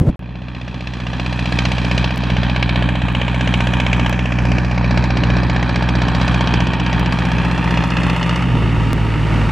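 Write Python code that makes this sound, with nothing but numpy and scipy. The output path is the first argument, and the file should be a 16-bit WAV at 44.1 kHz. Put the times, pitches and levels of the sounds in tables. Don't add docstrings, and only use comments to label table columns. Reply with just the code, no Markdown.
import sys
import numpy as np
from scipy import signal
from scipy.fft import rfft, irfft, next_fast_len
from scipy.io import wavfile
from scipy.ndimage import uniform_filter1d

SR = 44100
rng = np.random.default_rng(int(sys.argv[2]) if len(sys.argv) > 2 else 0)


def to_wav(s):
    ch = np.atleast_2d(s).T
    pcm = np.round(np.clip(ch, -1, 1) * 32767)
    wavfile.write(sys.argv[1], SR, pcm.astype(np.int16))


def ratio_of_db(decibels):
    return 10 ** (np.asarray(decibels, float) / 20)


N = 419391
TIME = np.arange(N) / SR
COARSE = np.arange(0, N + 64, 64) / SR

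# time_s, share (0-1)
EASED = [
    (0, 0),
    (8.4, 0),
    (8.5, 1),
    (9.6, 1),
]
# time_s, level_db, treble_change_in_air_db, first_dark_band (octaves over 1
# kHz), band_depth (0-1)
PATH = [(.2, -10.5, -13.5, 2.5, 0), (.55, -10.5, -3, 2.7, 0), (.94, -9, 1, 1.9, 0), (1.15, -4.5, 0, 3.4, 0),
        (1.55, -2.5, 2, 8.4, 0), (2.05, 0.5, 1, 2.9, 0.5), (2.4, 1, -1.5, 2.86, 0.3),
        (2.9, -1, -1, 2.4, 1.1), (3.6, 0.5, 2, 2.3, 0.87), (4.15, -0.5, 0.5, 2.09, 1.1),
        (4.6, -0.5, -1.5, 1.77, 1), (5.05, 1.5, -0.5, 1.62, 0.86), (5.9, 1.5, -0.5, 1.55, 0.47),
        (6.25, 1.5, 1.5, 1.35, 0.4), (6.7, -0.5, -0.5, 0.94, 0.1), (7.3, 1, -2.5, 1.6, 0.14),
        (8.2, -1.5, -0.5, 1.97, 0.2), (9.5, 0, 1.5, 1.68, 0.3)]
# pitch_hz, level_db
TREBLE = [(3600, 7.5), (4600, 9.5), (6000, 3.5), (8000, -11), (10000, -58.5), (12000, -39), (15000, -55),
          (17000, -91)]
# start_s, jump (full scale 1), treble_change_db
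JUMPS = [(.0002, 0.41, 0.1), (2.1606, .14, -6), (2.178, 0.22, -1.5), (3.1283, 0.048, -7.5),
         (4.096, -0.34, 2), (6.997, -0.25, -1), (8.9314, 0.52, -5.5)]


def evened(x):
    return x / np.sqrt(np.mean(x ** 2) + 1e-20)


def curve(rows, column=1, t=TIME):
    return np.interp(t, [row[0] for row in rows], [row[column] for row in rows])


def bump(t, middle_s, half_s):
    return np.exp(-((t - middle_s) / half_s) ** 2)


def filtered(x, response):
    size = next_fast_len(N + 8192)
    return irfft(rfft(x, size) * response(np.fft.rfftfreq(size, 1 / SR)), size)[..., :N]


def coloured(x, points):
    point_hz, point_db = np.transpose(points)
    return filtered(x, lambda hz: ratio_of_db(np.interp(np.log(hz + 1), np.log(point_hz + 1), point_db)))


def wind():
    # time_s, level_db
    strength = [(0, -19.5), (.015, -4.5), (.03, -17.5), (.06, -12), (.098, -12.5), (.112, -31),
                (.16, -38.5), (9.6, -45)]
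    # middle_s, level_db, half_length_s
    gusts = [(3.2, -37, 0.063), (4.497, -31.5, 0.2), (4.85, -27.5, 0.11), (5.244, -26, 0.11),
             (5.57, -29, 0.054), (6.05, -31.5, 0.083), (7.205, -35, 1), (8.604, -20.5, .13),
             (8.952, -27.5, 0.21)]
    # pitch_hz, level_db
    colour = [(18, -24), (35, -18), (90, 0), (180, -1), (400, -12.5), (620, -22.5), (1200, -35),
              (4500, -53.5), (12000, -65.5), (16000, -100)]
    # middle_s, size (full scale 1), half_length_s
    buffets = [
        (.0145, 0.85, 0.0022),
        (.0925, 0.48, 0.0041),
    ]
    lumps = ratio_of_db(2.5 * evened(uniform_filter1d(rng.standard_normal(N), 700, mode="wrap")))
    noise = evened(coloured(rng.standard_normal(N) * lumps, colour))
    level = ratio_of_db(curve(strength, t=COARSE)) + sum(ratio_of_db(db) * bump(COARSE, s, half) for s, db, half in gusts)
    pushes = sum(2 * size * (TIME - s) / half * bump(TIME, s, half) for s, size, half in buffets)
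    return pushes + np.interp(TIME, COARSE, level) * noise


def cycles(t=COARSE):
    # time_s, gain_cycles
    lead = [(0.2, .05), (.62, .067), (.9, .107), (2.0, .103), (2.3, .137), (3.0, .099), (3.9, .089),
            (4.8, .063), (5.5, .002), (5.9, -.001), (7.0, .005), (7.3, .033), (8.37, .037), (8.5, .097)]
    hunt = 0.01 * np.cos(2 * np.pi * 2.37 * (t - 0.096)) * (1 - curve(EASED, t=t))
    slowing_s = np.maximum(t - 8.52, 0)
    lost = 1.0 * slowing_s + 1.0 * slowing_s ** 2 / 2
    return 15.37 * t + curve(lead, t=t) + hunt - lost


def beats(place, spread_db):
    click_s = np.interp(np.arange(200) - 2 + place, cycles(), COARSE)
    at = np.ceil(SR * click_s).astype(int)
    inside = (at > 0) & (at < N)
    clicks = np.zeros(N)
    clicks[at[inside]] = ratio_of_db(spread_db * rng.standard_normal(200))[inside]
    return clicks


def bursts(clicks, rise_s, decay_s):
    slow, fast = np.exp(-1 / (SR * decay_s)), np.exp(-1 / (SR * rise_s))
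    return signal.lfilter([0, 1 - fast], np.convolve([1, -slow], [1, -slow * fast]), clicks)


def mode(hz, centre_hz, width_hz):
    return 1 / (1 - (hz / centre_hz) ** 2 + 1j * hz * width_hz / centre_hz ** 2)


def heard(db, air_share, side_db, eased_db, rocking=0.51):
    turn_s = [4.73, 8.16]
    # middle_s, level_db
    lurches = [(1.57, 3.5), (2.0, 2), (2.16, -6), (2.4, 0.5), (2.82, 5), (3.3, -1), (3.6, 0.5), (4.0, 3.5),
               (4.32, 0), (4.52, 6.5), (4.95, 5), (5.33, 3.5), (5.57, 0.5), (5.85, 0.5), (6.27, 2),
               (6.57, 4.5), (6.95, 3.5), (7.4, 1.5), (7.741, 4), (8.06, 5), (8.29, 3.5), (8.6, 3.5),
               (8.78, 2.5), (8.91, 2), (9.38, 5)]
    total = db + curve(PATH, t=COARSE) + air_share * curve(PATH, column=2, t=COARSE)
    total = total + eased_db * np.sqrt(curve(EASED, t=COARSE))
    total = total + side_db * np.interp(COARSE, turn_s, [0, 1])
    total = total + rocking * sum(lurch_db * bump(COARSE, s, 0.096) for s, lurch_db in lurches)
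    return np.interp(TIME, COARSE, ratio_of_db(total))


def pipe(lead, cylinder_db, low, high):
    firings = sum(ratio_of_db(db) * beats(lead + k / 4, spread_db=1.0) for k, db in enumerate(cylinder_db))
    return evened(filtered(firings, lambda hz: 1j * hz * mode(hz, *low) * mode(hz, *high) ** 2))


def exhaust():
    # (pitch_hz, width_hz)
    pulling = [-0.011, (0.38, -1.3, -1.2, 1.4), (77, 46.3), (181.7, 128.4)]
    idling = [-0.0095, (0.66, -0.79, -0.6, 0.18), (130.4, 26), (77, 250)]
    # order (waves per engine cycle), level_db
    branches = [(13, -76), (15, -36), (16, -34.5), (17, -42), (19, -33), (23, -47), (36, -48), (37, -50),
                (38, -44), (46, -43), (50, -43)]
    # pitch_hz, level_db
    gas_colour = [(20, -36), (45, -12), (100, -1), (200, -5), (330, -10), (450, -18), (700, -40),
                  (2000, -110)]
    # level_db, air_share, side_on_db, eased_db
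    note_level = (-21.5, 0.1, -2.5, 7.5)
    eased, turns = curve(EASED), cycles(TIME)
    note = ratio_of_db(4.5) * (1 - eased) * pipe(*pulling) + ratio_of_db(1.6) * eased * pipe(*idling)
    tones = sum(ratio_of_db(db + 21) * np.cos(2 * np.pi * (k * (turns + 0.01) - 0.08)) for k, db in branches)
    rumble = ratio_of_db(-13 + 4.4 * eased) * evened(coloured(rng.standard_normal(N), gas_colour))
    return heard(*note_level, rocking=0.69) * (note + (1 - 0.6 * eased) * tones + rumble)


def fan():
    # level_db, air_share, side_on_db, eased_db
    fan_level = (-30, -0.1, 8, -2)
    blades = 11.0117 * cycles(TIME)
    hum = np.cos(2 * np.pi * (blades - 0.09)) + ratio_of_db(-22) * np.cos(4 * np.pi * blades)
    return np.sqrt(2) * heard(*fan_level) * hum


def clatter():
    # place_in_cycle (0-1), level_db
    cylinders = [
        (0, -3),
        (0.253, -5.5),
        (0.502, -0.5),
        (0.744, -4),
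    ]
    # pitch_hz, level_db
    body_colour = [(150, -11.5), (250, -6.5), (390, -13.5), (580, -8), (1120, -10), (1330, -8.5),
                   (1670, -11), (2060, -15.5), (2400, -11), (3100, -15.5), (3500, -26), (4200, -67),
                   (7000, -120)]
    # pitch_hz, level_db
    panel_colour = [(1500, -88), (2800, -30), (3400, 15.5), (4400, 9), (5200, -37), (8000, -83)]
    # level_db, air_share, side_on_db, eased_db
    body_level = (-31, 0.48, 4.5, -1.5)
    panel_level = (-45, 0.7, -4.5, 0)
    hood_level = (-47, 1, 11, 1.5)
    top_level = (-37, 0.96, -1.1, 0.5)
    firings = sum(ratio_of_db(db) * bursts(beats(at, spread_db=2.0), 0.00058, 0.0068) for at, db in cylinders)
    ticks = (rng.random(N) < 150 / SR) * ratio_of_db(3.0 * np.minimum(rng.exponential(1, N), 3))
    swell = 0.32 + (1 - 0.56 * curve(EASED)) * firings + 0.11 * bursts(ticks, 0.00014, 0.00043)
    noise = rng.standard_normal(N) * swell
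    body = ratio_of_db(3.5) * heard(*body_level) * evened(coloured(noise, body_colour))
    panel = ratio_of_db(1.5) * heard(*panel_level) * evened(coloured(noise, panel_colour))
    hood = heard(*hood_level) * evened(filtered(noise, lambda hz: 1j * hz * mode(hz, 955, 130) ** 2))
    top = ratio_of_db(-4.0) * heard(*top_level) * evened(coloured(noise, TREBLE))
    return body + panel + hood + top


def knock():
    # pitch_hz, width_hz, level_db
    block = [(1110, 130, -23), (1600, 660, -10.5), (2190, 230, -3.5), (2847, 160, -1.5), (3530, 160, -10),
             (4150, 170, -17)]
    # time_s, level_db
    hard = [(1.587, 3.5), (1.653, 3), (2.042, 3.5), (2.561, 4.5), (2.627, 5), (2.692, 3), (2.757, 3.5),
            (3.148, 4), (3.215, 2.5), (3.409, 4), (3.604, 2), (3.8, 2.5), (3.93, 4.5), (4.127, 3),
            (4.973, 2.5), (5.432, -3.5), (5.627, 3), (6.54, 3.5), (6.605, 1), (6.67, 3)]
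    # level_db, air_share, side_on_db, eased_db
    thud_level = (-21, 0.3, -4, -18)
    rattle_level = (-17, 1.1, -8, -30)
    fizz_level = (-29, 2, 1, -27)
    place = 0.493
    t = TIME[:600]
    thump = np.sin(2 * np.pi * 610 * t) * (t / 0.0013) ** 2 * np.exp(-t / 0.00095)
    thud = signal.oaconvolve(beats(0.462, spread_db=0.3), thump)[:N]
    harder_db = sum(db * (abs(COARSE - s) < 0.02) for s, db in hard)
    blow = beats(place, spread_db=1.5) * ratio_of_db(np.interp(TIME, COARSE, harder_db))
    shake = bursts(blow, 0.00047, 0.0034) + 0.088 * bursts(blow, 0.0011, 0.026)
    rattle = 0
    for centre_hz, width_hz, db in block:
        varying = bursts(beats(place - 0.02, spread_db=1.7), 0.0002, 0.066)
        drive = rng.standard_normal(N) * shake * varying
        ring = filtered(drive, lambda hz: 1j * hz * mode(hz, centre_hz, width_hz) * mode(hz, 3530, 5400) ** 2)
        rattle = rattle + ratio_of_db(db) * evened(ring)
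    fizz = coloured(rng.standard_normal(N) * shake, TREBLE)
    low = ratio_of_db(-13.5) * heard(*thud_level) * evened(thud)
    sharp = ratio_of_db(-12.0) * heard(*rattle_level) * evened(rattle)
    return low + ground(sharp + ratio_of_db(-9.0) * heard(*fizz_level) * evened(fizz))


def sizzle():
    # pitch_hz, level_db
    sizzle_colour = [(5000, 8.5), (7500, 13), (10000, 6), (12500, -4.5), (14500, -17), (16000, -43)]
    # level_db, air_share, side_on_db, eased_db
    sizzle_level = (-65, 1.9, 7.5, -1.5)
    strong = bursts(beats(0.495, spread_db=2.5), 0.0008, 0.006)
    weak = bursts(beats(0.02, spread_db=2.5), 0.0008, 0.006)
    flow = 0.21 + (1 - 0.97 * curve(EASED)) * (strong + 0.4 * weak)
    return ratio_of_db(10.5) * heard(*sizzle_level) * evened(coloured(rng.standard_normal(N) * flow, sizzle_colour))


def ground(x):
    # time_s, delay_ms, strength (0-1)
    soil = [(0, 1.306, 0.5), (3, 1.352, 0.44), (7.2, 1.34, 0.42), (8.3, 1.184, 0.43), (9.6, 1.15, 0.24)]
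    turned = filtered(x, lambda hz: np.exp(2j) + 0 * hz)
    share = curve(soil, column=2)
    late = np.interp(TIME - curve(soil) / 1000, TIME, turned)
    return (x + share * late) / np.sqrt(1 + share ** 2)


def shadowed(x):
    # octaves_over_first, level_db
    bands = [
        (0.01, -9.5),
        (.72, -0.5),
        (1.2, -2),
    ]
    hz, t, z = signal.stft(x, SR, nperseg=256)
    octave = np.log2(hz[:, None] / 1000 + 1e-3) - curve(PATH, column=3, t=t)
    db = curve(PATH, column=4, t=t) * sum(d * bump(octave, at, 0.34) for at, d in bands)
    return signal.istft(z * ratio_of_db(db), SR, nperseg=256)[1][:N]


def gated(x):
    span_s = (4.77, 7.11)
    edge_hz = 5000
    hz, t, z = signal.stft(x, SR, nperseg=1024)
    db = 10 * np.log10(uniform_filter1d(abs(z.mean(0)) ** 2, size=2, axis=0) + 1e-14)
    mean_db = uniform_filter1d(uniform_filter1d(db, size=30, axis=1), size=25, axis=0)
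    limit_db = np.maximum(mean_db + 1.5, -78)
    quiet = np.clip((limit_db - db) / 2, 0, 1)
    on = (t > span_s[0]) * (t < span_s[1]) * np.clip(hz[:, None] / edge_hz * 4 - 3.5, 0, 1)
    octaves_over = np.log2(hz[:, None] / edge_hz + 1e-3).clip(0)
    cut_db = -17 * quiet - 3.5 * octaves_over
    return signal.istft(z * ratio_of_db(cut_db * on), SR, nperseg=1024)[1][:, :N]


def scene():
    # pitch_hz, level_db
    side_colour = [(60, -28), (100, -18.5), (170, -17.5), (290, -6.5), (500, -17), (850, -88),
                   (1440, -16.5), (2440, -20.5), (4140, -12.5)]
    # pitch_hz, level_db
    right_colour = [(60, -.2), (125, -.5), (300, 2.6), (600, .3), (1500, .5), (5000, 1.0), (10000, .6)]
    gusting = wind()
    engine = exhaust() + fan()
    metal = shadowed(ground(clatter() + sizzle()) + knock())
    dips_db = sum(db * (COARSE > s) * np.exp(-abs(COARSE - s) / 0.014) for s, jump, db in JUMPS)
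    metal = metal * np.interp(TIME, COARSE, ratio_of_db(dips_db))
    tractor = (engine + metal) * np.interp(TIME, [0.09, 0.11], [0.3, 1])
    scatter = rng.standard_normal(3000) * np.exp(-np.arange(3000) / 500)
    scattered = signal.oaconvolve(tractor, scatter / np.linalg.norm(scatter))[:N]
    side = coloured(scattered, side_colour)
    return np.array([tractor - side, coloured(tractor, right_colour) + side]) + gusting


def band_limit(x):
    return signal.sosfilt(signal.butter(12, 15800, fs=SR, output="sos"), x)


def record(dry):
    gap_s = (.1588, .1925)
    mix = np.tanh(gated(dry)) * ((TIME < gap_s[0]) | (TIME > gap_s[1]))
    fade = np.exp(-TIME[:600] / 0.0009)
    for s, jump, dip_db in JUMPS:
        start = int(s * SR) + 1
        mix[:, start:start + 600] += jump * ratio_of_db([[1.8], [-1.8]]) * fade
    return band_limit(mix)


dry = scene()
out = record(dry)
to_wav(out)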